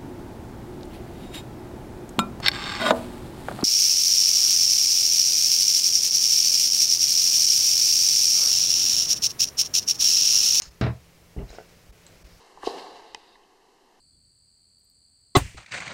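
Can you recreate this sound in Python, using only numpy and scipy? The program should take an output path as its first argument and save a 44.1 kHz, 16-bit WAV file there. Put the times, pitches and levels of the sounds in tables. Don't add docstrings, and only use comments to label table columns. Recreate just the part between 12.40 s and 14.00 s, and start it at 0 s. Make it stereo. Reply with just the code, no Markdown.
import sys
import numpy as np
from scipy import signal
from scipy.fft import rfft, irfft, next_fast_len
from scipy.io import wavfile
from scipy.ndimage import map_coordinates

SR = 44100
rng = np.random.default_rng(int(sys.argv[2]) if len(sys.argv) > 2 else 0)


def digitize_waveform(pressure):
    field = np.atleast_2d(pressure).T
    bounded = np.clip(field, -1, 1)
    quanta = np.round(bounded * 32767).astype(np.int16)
    wavfile.write(sys.argv[1], SR, quanta)


N = 70560

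# f/Hz, likeness (1 = the same)
EAR_LIKENESS = [(100, 0.96), (400, 0.76), (800, 0.62), (1300, 0.41), (2000, -0.22), (3000, 0.062),
                (4500, -0.021), (8000, 0.053)]
# f/Hz, t60/s (the time to fade by 60 dB)
ECHO_TIMES = [(100, 0.88), (350, 1.17), (800, 1.52), (2000, 1.62), (4500, 1.4), (12000, 0.99)]
# f/Hz, level/dB
ECHO_TONE = [(60, -15), (130, 5.5), (200, -4), (330, -2.5), (460, -2.5), (600, -2), (800, 1.5), (1100, 0),
             (1600, 2.5), (4000, -1), (12000, 7)]
# f/Hz, level/dB
HUM_TONE = [(20, 7), (45, -15), (75, -0.5), (120, -4), (200, -2), (400, 2.5), (900, 0), (2000, -12.5),
            (4000, -12.5), (8000, -12.5), (13000, -13)]
# f/Hz, level/dB
RING_TONE = [(100, -15.5), (400, -3.5), (900, -3.5), (1600, -11.5), (3000, -19), (12000, -46)]
# peak t/s, rise/s, release/s, level/dB, centre f/Hz, width/octaves
STROKES = [(0.0058, 0.15, .7, -55, 5100, 1.75), (0.2668, 0.069, 0.17, -37, 4080, 1.0),
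           (0.25, 0.12, 0.23, -44, 7500, 1.5), (0.261, 0.08, .1, -44, 2740, 0.39),
           (0.23, .05, 0.27, -49, 1580, 0.45), (0.384, 0.07, 0.065, -41, 1830, 2.04),
           (0.398, 0.076, 0.21, -47.5, 4100, 0.4), (0.55, 0.026, 0.37, -53, 2940, 1.85),
           (1.035, .06, 0.046, -66.5, 2900, 0.25), (1.385, 0.09, 0.076, -72, 2600, 1.4)]
# t/s, level/dB, f/Hz, half length/s, echo level/dB
CONTACTS = [(0.175, -33.5, 880, 0.00096, -2), (0.1799, -36, 845, 0.0012, -36),
            (0.2312, -30.5, 970, 0.00045, -21), (0.2338, -24.5, 885, 0.00063, 7),
            (0.2388, -25.5, 466, 0.0012, 0), (0.2726, -12.5, 500, 0.0012, -4.5),
            (.2753, -8.5, 465, 0.00086, -2), (0.374, -30, 340, 0.0023, -9.5),
            (.5958, -33, 914, 0.00035, -16), (0.6001, -39.5, 910, 0.0015, -14),
            (.9568, -50.5, 1950, 0.0012, -13), (0.9596, -48.5, 970, 0.0018, -27)]
# f/Hz, level/dB, t60/s
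HOUSING_NOTES = [(445, -12.5, 0.017), (804, -18, 0.013), (1058, -28, 0.066)]
# t/s, level/dB
HAND_BUMPS = [(.175, -57), (.272, -50.5), (.54, -60.5), (.6, -65.5), (.75, -56), (.95, -65)]
# f/Hz, level/dB
TUBING_TONE = [(1000, -11), (3200, -12), (3700, 1.5), (4100, -8), (4500, -8), (4850, -5), (5500, -22),
               (12000, -22)]
# t/s, level/dB
SNAPS = [(0.7467, -17), (0.7475, -27.5), (0.7478, -35)]
# f/Hz, level/dB, t60/s, left minus right/dB
CATCH_NOTES = [(477, -23, 0.062, -6), (885, -7, 0.018, 1.5), (1400, -20.5, 0.021, 5),
               (2020, -7, 0.018, -1.5), (2510, -12, 0.047, -6), (3090, -7.5, 0.012, -15),
               (3800, -11.5, 0.011, -2.5), (5200, -6, 0.003, -16.5), (5650, -10.5, 0.0063, -17),
               (6140, -16, 0.0072, -12), (7570, -5.5, 0.0026, -16), (8300, -12.5, 0.0025, -15),
               (10500, -23.5, 0.0066, -3)]
# f/Hz, level/dB
MIC_TONE = [(30, -4.5), (120, -15), (200, -4.5), (400, 0.5), (500, -2.5), (600, -11), (730, -0.5),
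            (1100, 0.5), (1400, -8.5), (1750, 3.5), (2120, 4), (2400, -8), (2700, 3.5), (3050, 3),
            (3450, -6), (4000, 3), (5200, -1), (8000, -7), (13500, -15)]

RUB_SWELL_DB = 35.5
TIME = np.arange(N) / SR


def amp(db):
    return 10 ** (np.asarray(db) / 20)


def unit(x):
    return x / np.sqrt(np.mean(x ** 2) + 1e-20)


def along(points, hz):
    f, v = np.transpose(points)
    return np.interp(np.log(hz + 1), np.log(f + 1), v)


def filtered(x, response):
    size = 2 * next_fast_len(N)
    hz = np.fft.rfftfreq(size, 1 / SR)
    return irfft(rfft(x, size) * response(hz), size)[..., :N]


def lowpass(x, top_hz, order):
    return filtered(x, lambda hz: 1 / np.sqrt(1 + (hz / top_hz) ** (2 * order)))


def causal(gain):
    cepstrum = irfft(np.log(gain))
    half = len(cepstrum) // 2
    return np.exp(rfft(np.r_[cepstrum[0], 2 * cepstrum[1:half], np.zeros(half)]))


def panned(db):
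    return amp(np.array([[db], [-db]]) / 2)


def dying(t, t60):
    return (t >= 0) * np.exp(-np.log(1000) * np.abs(t) / t60)


def wide_noise():
    angle = lambda hz: np.arccos(np.clip(along(EAR_LIKENESS, hz), -1, 1)) / 2
    shares = lambda hz: np.array([np.cos(angle(hz)), np.sin(angle(hz))])
    mid, side = filtered(rng.standard_normal((2, N)), shares)
    return unit(np.array([mid + side, mid - side]))


def shaped_noise(tone):
    return unit(filtered(wide_noise(), lambda hz: amp(along(tone, hz))))


def room_hum():
    return amp(-56) * shaped_noise(HUM_TONE)


def room_ring():
    return amp(-53) * dying(TIME, t60=3.3) * shaped_noise(RING_TONE)


def echo(x):
    hz, t, spectrum = signal.stft(wide_noise(), SR, nperseg=256)
    fade = amp(-60 * t / along(ECHO_TIMES, hz)[:, None])
    tail = signal.istft(spectrum * fade, SR, nperseg=256)[1][:, :N]
    tail = filtered(tail / np.linalg.norm(tail[0]), lambda f: amp(along(ECHO_TONE, f)))
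    return signal.fftconvolve(np.atleast_2d(x), tail, axes=1)[:, :N]


def slides():
    grain_db, grain_hz = 2.5, 510.6
    out = np.zeros((2, N))
    for peak, rise, release, db, centre_hz, width in STROKES:
        t = TIME - peak
        band = lambda hz: np.exp(-np.hypot(1, np.log2((hz + 1) / centre_hz) / width * 2))
        hiss = filtered(wide_noise(), band)
        grain = map_coordinates(rng.standard_normal(N // 10), [TIME * grain_hz], order=1)
        swell = amp(db - RUB_SWELL_DB * np.maximum(-t / rise, t / release))
        out += unit(hiss * amp(grain_db * grain)) * swell
    return out * panned(1.5) + amp(-4.5) * echo(out[0])


def knocks():
    out = np.zeros((2, N))
    for when, db, hz, half_length, echo_db in CONTACTS:
        t = TIME - when
        push = -np.cos(2 * np.pi * hz * t) * np.exp(-(t / half_length) ** 2)
        rebound = np.exp(-(t / half_length / 2) ** 2)
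        push -= rebound * push.sum() / rebound.sum()
        ring = sum(amp(level) * dying(t, t60) * np.sin(2 * np.pi * f * t)
                   for f, level, t60 in HOUSING_NOTES)
        knock = amp(db) * (push + ring)
        out += knock + amp(echo_db) * echo(knock)
    return out


def hand_bumps():
    half_length_s = 0.043
    rumble = unit(lowpass(wide_noise(), top_hz=131, order=3))
    return rumble * sum(amp(db) * np.exp(-((TIME - when) / half_length_s) ** 2)
                        for when, db in HAND_BUMPS)


def tubing_pull():
    start_s, stop_s, rise_s, release_s = 0.68, 0.954, 0.34, 0.037
    fade = np.maximum((start_s - TIME) / rise_s, (TIME - stop_s) / release_s)
    return amp(-58.5 - RUB_SWELL_DB * np.maximum(fade, 0)) * shaped_noise(TUBING_TONE)


def catch():
    delay_s = np.array([[0.00018], [0]])
    build_cycles = 0.96
    out = np.zeros((2, N))
    for when, db in SNAPS:
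        t = np.maximum(TIME - when - delay_s, 0)
        ring = np.zeros((2, N))
        for hz, level, t60, pan_db in CATCH_NOTES:
            build = 1 - np.exp(-hz * t / build_cycles)
            ring += amp(level) * panned(pan_db) * build * dying(t, t60) * np.sin(2 * np.pi * hz * t)
        burst = (t > 0) * dying(t, t60=0.013) * rng.standard_normal((2, N))
        crack = amp(-13.5) * panned(-3.5) * lowpass(burst, top_hz=7500, order=4)
        out += amp(db) * (crack - ring)
    return out + amp(-24.5) * echo(out[1])


def scene():
    return room_hum() + room_ring() + slides() + knocks() + hand_bumps() + tubing_pull() + catch()


def record(dry):
    coloured = filtered(dry, lambda hz: causal(amp(along(MIC_TONE, hz))))
    return filtered(coloured, lambda hz: hz < 14000)


dry = scene()
out = record(dry)
digitize_waveform(out)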